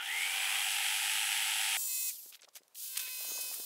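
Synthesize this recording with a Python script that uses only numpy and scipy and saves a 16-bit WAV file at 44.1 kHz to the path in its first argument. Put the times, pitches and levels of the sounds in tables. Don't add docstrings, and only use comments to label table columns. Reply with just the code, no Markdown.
import sys
import numpy as np
from scipy import signal
from scipy.fft import rfft, irfft
from scipy.io import wavfile
from scipy.ndimage import uniform_filter1d, map_coordinates

SR = 44100
rng = np.random.default_rng(int(sys.argv[2]) if len(sys.argv) > 2 else 0)


def master(y):
    cut = np.clip(np.atleast_2d(y).T, -1, 1)
    pcm = np.round(cut * 32767)
    wavfile.write(sys.argv[1], SR, pcm.astype(np.int16))


def invert_db(x):
    u = np.asarray(x, float) / 20
    return 10 ** u


N = 160965
TIME_S = np.arange(N) / SR
TURNS_PER_STROKE, MESH_ORDER = 10, 5
CUT_ENDS_S, BRAKE_S, STOP_S, RESTART_S = 1.7705, 2.09, 2.37, 2.746


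def level(x, db):
    return x * invert_db(db) / np.sqrt(np.mean(x ** 2))


def curve(rows, column):
    rows = np.array(rows)
    return np.interp(TIME_S, rows[:, 0], rows[:, column])


def turns_of(rows):
    return np.cumsum(curve(rows, 1)) / SR


def span(start_s, end_s):
    return np.clip(np.minimum(TIME_S - start_s, end_s - TIME_S) * 1000 + .5, 0, 1)


def colour(x, points, peaks=()):
    hz, points = np.arange(1, 4098) * SR / 8194, np.array(points)
    gain = invert_db(np.interp(np.log(hz), np.log(points[:, 0]), points[:, 1]))
    gain = gain * (1 + sum(invert_db(db) / (1 + (2 * (hz - f) / width) ** 2) for f, width, db in peaks))
    cepstrum = irfft(np.log(gain))
    cepstrum[1:4096] *= 2
    cepstrum[4097:] = 0
    return signal.fftconvolve(x, irfft(np.exp(rfft(cepstrum))))[:len(x)]


def band(x, lo_hz, hi_hz, order=2):
    return signal.sosfilt(signal.butter(order, [lo_hz, min(hi_hz, SR / 2.1)], "band", fs=SR, output="sos"), x)


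def walk(rate_hz):
    k = int(SR / rate_hz)
    steps = np.repeat(rng.standard_normal(N // k + 1), k)
    return 1.3 * uniform_filter1d(uniform_filter1d(steps, k), k)[:N]


def grit(spread_db):
    return rng.standard_normal(N) * invert_db(spread_db * rng.exponential(size=N))


# pitch_hz, level_db
YARD_TONE = [(60, -15), (515, 7), (1000, 5), (1700, 0), (16000, -4)]


def yard():
    return level(colour(rng.standard_normal(N), YARD_TONE), -73) * invert_db(1.5 * walk(30))


# start_s, turns_hz, plank_level_db, hiss_level_db, mesh_level_db
CUT = [(0, 285, -42, -69, -40), (.025, 288, -41, -55, -43), (.05, 325, -40.5, -48.5, -53),
       (.08, 365, -40, -47.5, -42), (.11, 398, -39, -46.5, -37.5), (.15, 418, -38.5, -44, -34.5),
       (.2, 434, -37.5, -41.5, -35.5), (.28, 462, -37, -41, -39.5), (.34, 479, -36, -40.5, -40),
       (.47, 487, -35, -39.5, -40.5), (.56, 494, -35, -38.5, -46), (1.0, 517.3, -35, -37, -52),
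       (1.4, 524, -35, -37, -51), (1.77, 523.5, -34.5, -36.5, -48)]
# pitch_hz, width_hz, level_db
PLANK_RINGS = [(2860, 400, -10), (3165, 170, -8.5)]
# pitch_hz, level_db
PLANK_BODY = [(40, -70), (300, -33.5), (700, -16), (1130, -23), (1230, -6.5), (2000, 2), (3300, 2.5),
              (4300, -15)]
# pitch_hz, level_db
CUT_HISS = [(1500, -43), (3500, 2.5), (5300, 0), (7200, -2), (9000, 2), (13300, -6), (13900, -33),
            (16000, -32)]
# pitch_hz, width_hz, level_db
BLADE_RINGS = [(7850, 370, 2), (10880, 810, 1)]


def cutting(turns):
    stroke = turns / TURNS_PER_STROKE
    pattern = map_coordinates(rng.standard_normal(840), [stroke % 1 * 840], order=3, mode="grid-wrap")

    def beat(per_stroke, db):
        return db * np.cos(2 * np.pi * per_stroke * stroke + per_stroke)

    pulse = invert_db(beat(1.0, 0.32) + beat(2, 2.1) + beat(4, 0.36) + beat(6.6, 2.6))
    bite = pulse * (level(grit(2.05), 0) + 0.71 * pattern)
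    boom = band(bite, 748.4, 928, order=4)
    plank = level(colour(bite, PLANK_BODY, PLANK_RINGS), 0)
    plank = level(plank + level(boom, -14), 0)
    shudder_s, shudder_length_s = 0.46, 0.21
    loose = np.exp(-((TIME_S - shudder_s) / shudder_length_s) ** 4)
    plank = plank + loose * level(band(bite, 860, 1250), -17.5)

    tearing = pulse ** 0.5 * (level(grit(1.0), 0) + 0.067 * pattern)
    hiss = level(colour(tearing, CUT_HISS, BLADE_RINGS), 0)

    wobble = .9 * np.sin(4 * np.pi * stroke) + .3 * walk(90)
    mesh = np.sin(2 * np.pi * MESH_ORDER * turns + wobble) * (.95 + .3 * walk(450)) * pulse
    shaft = invert_db(-29.5) * np.sin(2 * np.pi * turns + 2.1 * walk(60))
    return plank * invert_db(curve(CUT, 2)) + hiss * invert_db(curve(CUT, 3)) + (mesh + shaft) * invert_db(curve(CUT, 4))


def motor(turns, orders, air, lines_db, locked, mesh_db):
    lines = 0
    for k, db in enumerate(orders, 1):
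        line_db = db + mesh_db * (k in (4, 5, 8, 10))
        drift = invert_db(1.6 * walk(12))
        lines = lines + invert_db(line_db) * drift * np.sin(2 * np.pi * k * turns + 0.52 * walk(40) + k * k)
    throb_db = 3 * np.cos(2 * np.pi * turns) + np.cos(2 * np.pi * turns / TURNS_PER_STROKE) + walk(25)
    fan = level(colour(invert_db(throb_db) * grit(1.0), air), -1.6)
    return fan + locked * level(lines, lines_db)


# start_s, turns_hz, level_db
FREE = [
    (1.775, 522.7, -39),
    (1.838, 523, -38.5),
    (1.94, 512, -38.5),
    (2.08, 513, -37.5),
]
FREE_ORDERS = [-32.5, -20, -27, -15, -5.5, -12.5, -10.5, -6, -9, -11, -6, -23, -7, 2.5, 0.5, -2, -2, -8,
               -12, -10, -1, -8, -8, -4, -1, -3, 3, -1.5, -6, 4]
# start_s, level_db
FREE_MESH = [(1.775, -7), (1.86, -8), (1.9, 3), (2.08, 1.5)]
# pitch_hz, level_db
FREE_AIR = [(150, -40), (1870, -26), (2700, -17.5), (7470, -0.5), (10000, -1), (16000, -7.5)]


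def free_run(coasting):
    turns_hz = curve(coasting, 1)
    speed = np.clip((turns_hz - 400) / 100, 0, 1)
    judder = invert_db(4.5 * walk(70.5) * np.clip(1 - turns_hz / 250, 0, 1))
    whine = motor(turns_of(coasting), FREE_ORDERS, FREE_AIR, -2.5, speed ** 3, curve(FREE_MESH, 1))
    worn_tone = [(1500, -25), (5000, -2.5), (9000, -5), (13000, 3), (16000, -2)]  # Hz, dB
    worn = level(colour(grit(1.5), worn_tone), 0)
    mix = whine * (0.79 + 0.52 * speed) + 1.14 * worn * (1 - speed)
    return mix * judder * invert_db(curve(coasting, 2))


# start_s, turns_hz, level_db, squeal_db
BRAKE = [
    (2.09, 513, -36.5, -80),
    (2.128, 420, -44.5, -80),
    (2.168, 315, -49, -62),
    (2.182, 290, -51, -49),
    (2.2, 262, -52, -48),
    (2.225, 215, -52.5, -64),
    (2.25, 170, -54, -56),
    (2.275, 138, -54, -64),
    (2.352, 30, -60, -95),
    (2.376, 10, -80, -95),
]


def brake(coasting):
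    turns, hz = turns_of(coasting), curve(coasting, 1)
    window = np.clip((hz - 215) / 60, 0, 1) * np.clip((490 - hz) / 40, 0, 1)
    whine = np.sin(2 * np.pi * 2 * MESH_ORDER * turns + .6 * walk(200)) * window
    squeal_order, roughness_hz = 49, 700
    squeal = np.sin(2 * np.pi * squeal_order * turns + 1.6 * walk(roughness_hz)) * invert_db(2 * walk(200))
    return invert_db(-15 + curve(BRAKE, 2)) * whine + invert_db(curve(BRAKE, 3)) * squeal


def rough_contact():
    return np.tile(level(grit(2), 0) * invert_db(3 * walk(600)), 2)


# start_s, length_s, level_db, pitch_hz, width_octaves
RATTLES = [(2.1, 0.0098, -53, 2340, 0.39), (2.474, 0.019, -62.5, 660, 1.3), (2.322, 0.016, -58, 2740, 2),
           (2.336, 0.01, -59, 3360, 1.7), (2.352, 0.0058, -53, 3000, 2.1), (2.368, 0.0073, -66, 3000, 1.4),
           (2.393, 0.011, -62.5, 2700, 1.2), (2.41, .002, -62, 7500, 1), (2.419, 0.002, -51, 6960, 0.82),
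           (2.4217, 0.0036, -58, 2800, 2), (2.43, 0.011, -57, 3180, 2), (2.444, 0.0032, -56, 4180, 1.6),
           (2.448, 0.0037, -57, 3000, 1.3), (2.483, 0.013, -66, 3500, 2), (2.532, 0.02, -68, 6000, 2),
           (2.549, .003, -57, 6960, 1.5), (2.553, 0.031, -49, 4960, 3.2), (2.578, .02, -69, 3980, 2.9),
           (2.58, 0.033, -79, 5040, .05), (2.633, 0.0026, -62.5, 5000, 1.6), (2.68, 0.0018, -60, 7000, 2.4),
           (2.755, 0.0038, -49.5, 3600, 1.4), (2.882, 0.0046, -52, 4200, 1), (2.956, 0.016, -47, 3070, 1.4),
           (2.97, 0.0055, -35.5, 4500, 3.1), (2.9755, 0.0056, -37, 7000, 3), (2.993, 0.012, -38.5, 4500, 3),
           (3.058, 0.044, -51, 2550, 1.1), (3.41, 0.013, -37.5, 10970, 2), (3.525, 0.031, -48.5, 4000, 3.9)]


def rattles(rough):
    out = np.zeros(N + SR)
    t = np.arange(SR // 10) / SR
    for start_s, length_s, db, hz, octaves in RATTLES:
        i = int(start_s * SR)
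        swell = np.clip(0.58 + t / length_s / .5, 0, 1)
        tail_s = min(0.0059, 0.5 * length_s)
        shape = swell * np.exp(-np.clip(t - 0.62 * length_s, 0, 1) / tail_s)
        half = 2 ** (octaves / 2)
        y = band(rough[i:i + len(t)] * shape, hz / half, hz * half)
        out[i:i + len(t)] += y * invert_db(db) / np.sqrt(np.mean(y[:int(length_s * SR)] ** 2))
    return out[:N]


# start_s, level_db, pitch_hz
KNOCKS = [(2.261, -58, 400), (2.437, -58.5, 525), (2.446, -59.5, 500), (2.556, -58, 600), (2.566, -56, 706),
          (2.607, -63, 350), (2.618, -63, 500), (2.671, -68, 500), (3.078, -53, 479), (3.184, -62, 520),
          (3.209, -47, 654.4), (3.245, -52, 1002), (3.25, -47, 658), (3.259, -56, 497), (3.287, -54, 400),
          (3.319, -43, 450), (3.352, -52, 480), (3.36, -49, 590), (3.378, -43.5, 1000), (3.389, -44, 604),
          (3.403, -53, 604), (3.436, -57, 450), (3.5, -58, 483), (3.515, -47.5, 800), (3.528, -59, 505),
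          (3.577, -56, 700), (3.59, -55, 520), (3.599, -45, 455)]


def knocks(rough):
    out = np.zeros(N + SR)
    t = np.arange(SR // 10) / SR
    rise_s = .0012
    push = t / rise_s * np.exp(1 - t / rise_s)
    for start_s, db, hz in KNOCKS:
        i = int((start_s - rise_s) * SR)
        scrape = level(band(rough[i // 2:i // 2 + len(t)], hz * 0.26, hz * 3.5), 0)
        y = push * np.sin(2 * np.pi * hz * t) + 0.4 * push * scrape
        out[i:i + len(t)] += band(y, 170, 3000) * invert_db(db)
    return out[:N]


# start_s, peak_db, pitch_hz
TICKS = [(2.3268, -40, 3200), (2.344, -40, 3300), (2.347, -33, 3280), (2.3512, -41, 4000),
         (2.355, -42, 3000), (2.4885, -40.5, 5200), (2.567, -36, 4100), (2.974, -25, 3500),
         (2.9762, -9.5, 9000), (2.999, -29, 5000), (3.001, -29, 7000)]


def ticks():
    out = np.zeros(N + SR)
    t = np.arange(SR // 10) / SR
    for start_s, db, hz in TICKS:
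        i = int(start_s * SR)
        ring = np.cos(2 * np.pi * hz * t) * np.exp(-t * hz / 1.2)
        out[i:i + len(t)] += band(ring, hz / 4, SR) * invert_db(db)
    return out[:N]


# start_s, turns_hz, level_db, clean_line_share, plank_low_tones_db
AGAIN = [(2.746, 240, -48.5, 0.24, -20), (2.79, 468.6, -40.5, 0.49, -11), (2.82, 500, -40, 0.54, -6),
         (2.85, 515.6, -38, 0.55, -7.5), (2.9, 523, -39.5, 0.76, -3), (2.98, 515.4, -38, 0.91, 4),
         (3.02, 512, -38, 0.56, 7.5), (3.16, 509, -38, 0.77, 1.5), (3.4, 510.7, -37, 1.17, -4),
         (3.51, 507.7, -39.5, 1.35, -5.5), (3.54, 503, -36, 0.23, -13), (3.57, 515.6, -39.5, 0.77, -4),
         (3.65, 508, -40.5, 1.14, -15)]
AGAIN_ORDERS = [-21.5, -14.5, -11.5, -11.5, 2, -5, -3, -.5, -4, 1, -7, -6, -5, -5, -4, -6, -4, -1, -8, -7,
                -6, -3, -6, -8, -9, -4, -5, -7, 0, -8]
# start_s, level_db
AGAIN_MESH = [(2.75, -6), (2.88, -7), (2.92, -3), (3.02, 1), (3.65, 0.5)]
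# pitch_hz, level_db
AGAIN_AIR = [(150, -52), (500, -31), (2100, -18), (2600, -9), (16000, -1)]


def restart(turns):
    whine = motor(turns, AGAIN_ORDERS, AGAIN_AIR, -7, curve(AGAIN, 3), curve(AGAIN_MESH, 1))
    low = signal.sosfiltfilt(signal.butter(3, 3130, fs=SR, output="sos"), whine)
    return (whine + (invert_db(curve(AGAIN, 4)) - 1) * low) * invert_db(curve(AGAIN, 2))


def shoe_slide():
    rub = band(rng.standard_normal(N), 316, 1390) * invert_db(2.1 * walk(150))
    return level(rub, -64) * span(3.18, 3.7)


def shoe_sing(turns):
    sing_s, length_s, sing_hz = 3.33, 0.06, 6600
    order = round(sing_hz / AGAIN[-1][1])
    tone = np.sin(2 * np.pi * order * turns) * (1 + np.cos(2 * np.pi * turns))
    return tone * invert_db(-46) * np.exp(-((TIME_S - sing_s) / length_s) ** 4)


def scene():
    coasting = list(FREE) + [row[:3] for row in BRAKE]
    again_turns = turns_of(AGAIN)
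    rough = rough_contact()
    run_down = free_run(coasting) + brake(coasting) * span(BRAKE_S, STOP_S)
    second_run = restart(again_turns) + shoe_sing(again_turns)
    mono = yard() + cutting(turns_of(CUT)) * span(-1, CUT_ENDS_S)
    mono = mono + run_down * span(CUT_ENDS_S, STOP_S + 0.013)
    mono = mono + rattles(rough) + knocks(rough) + ticks()
    mono = mono + second_run * span(RESTART_S, 9) + shoe_slide()
    return np.array([mono, mono])


def roll_off(x):
    return signal.sosfilt(signal.butter(12, 16620, fs=SR, output="sos"), x)


def record(dry):
    mix = signal.sosfilt(signal.butter(1, 20, "high", fs=SR, output="sos"), dry)
    mix = signal.sosfilt(signal.ellip(12, .2, 70, 15720, fs=SR, output="sos"), mix)
    return roll_off(mix)


dry = scene()
out = record(dry)
master(out)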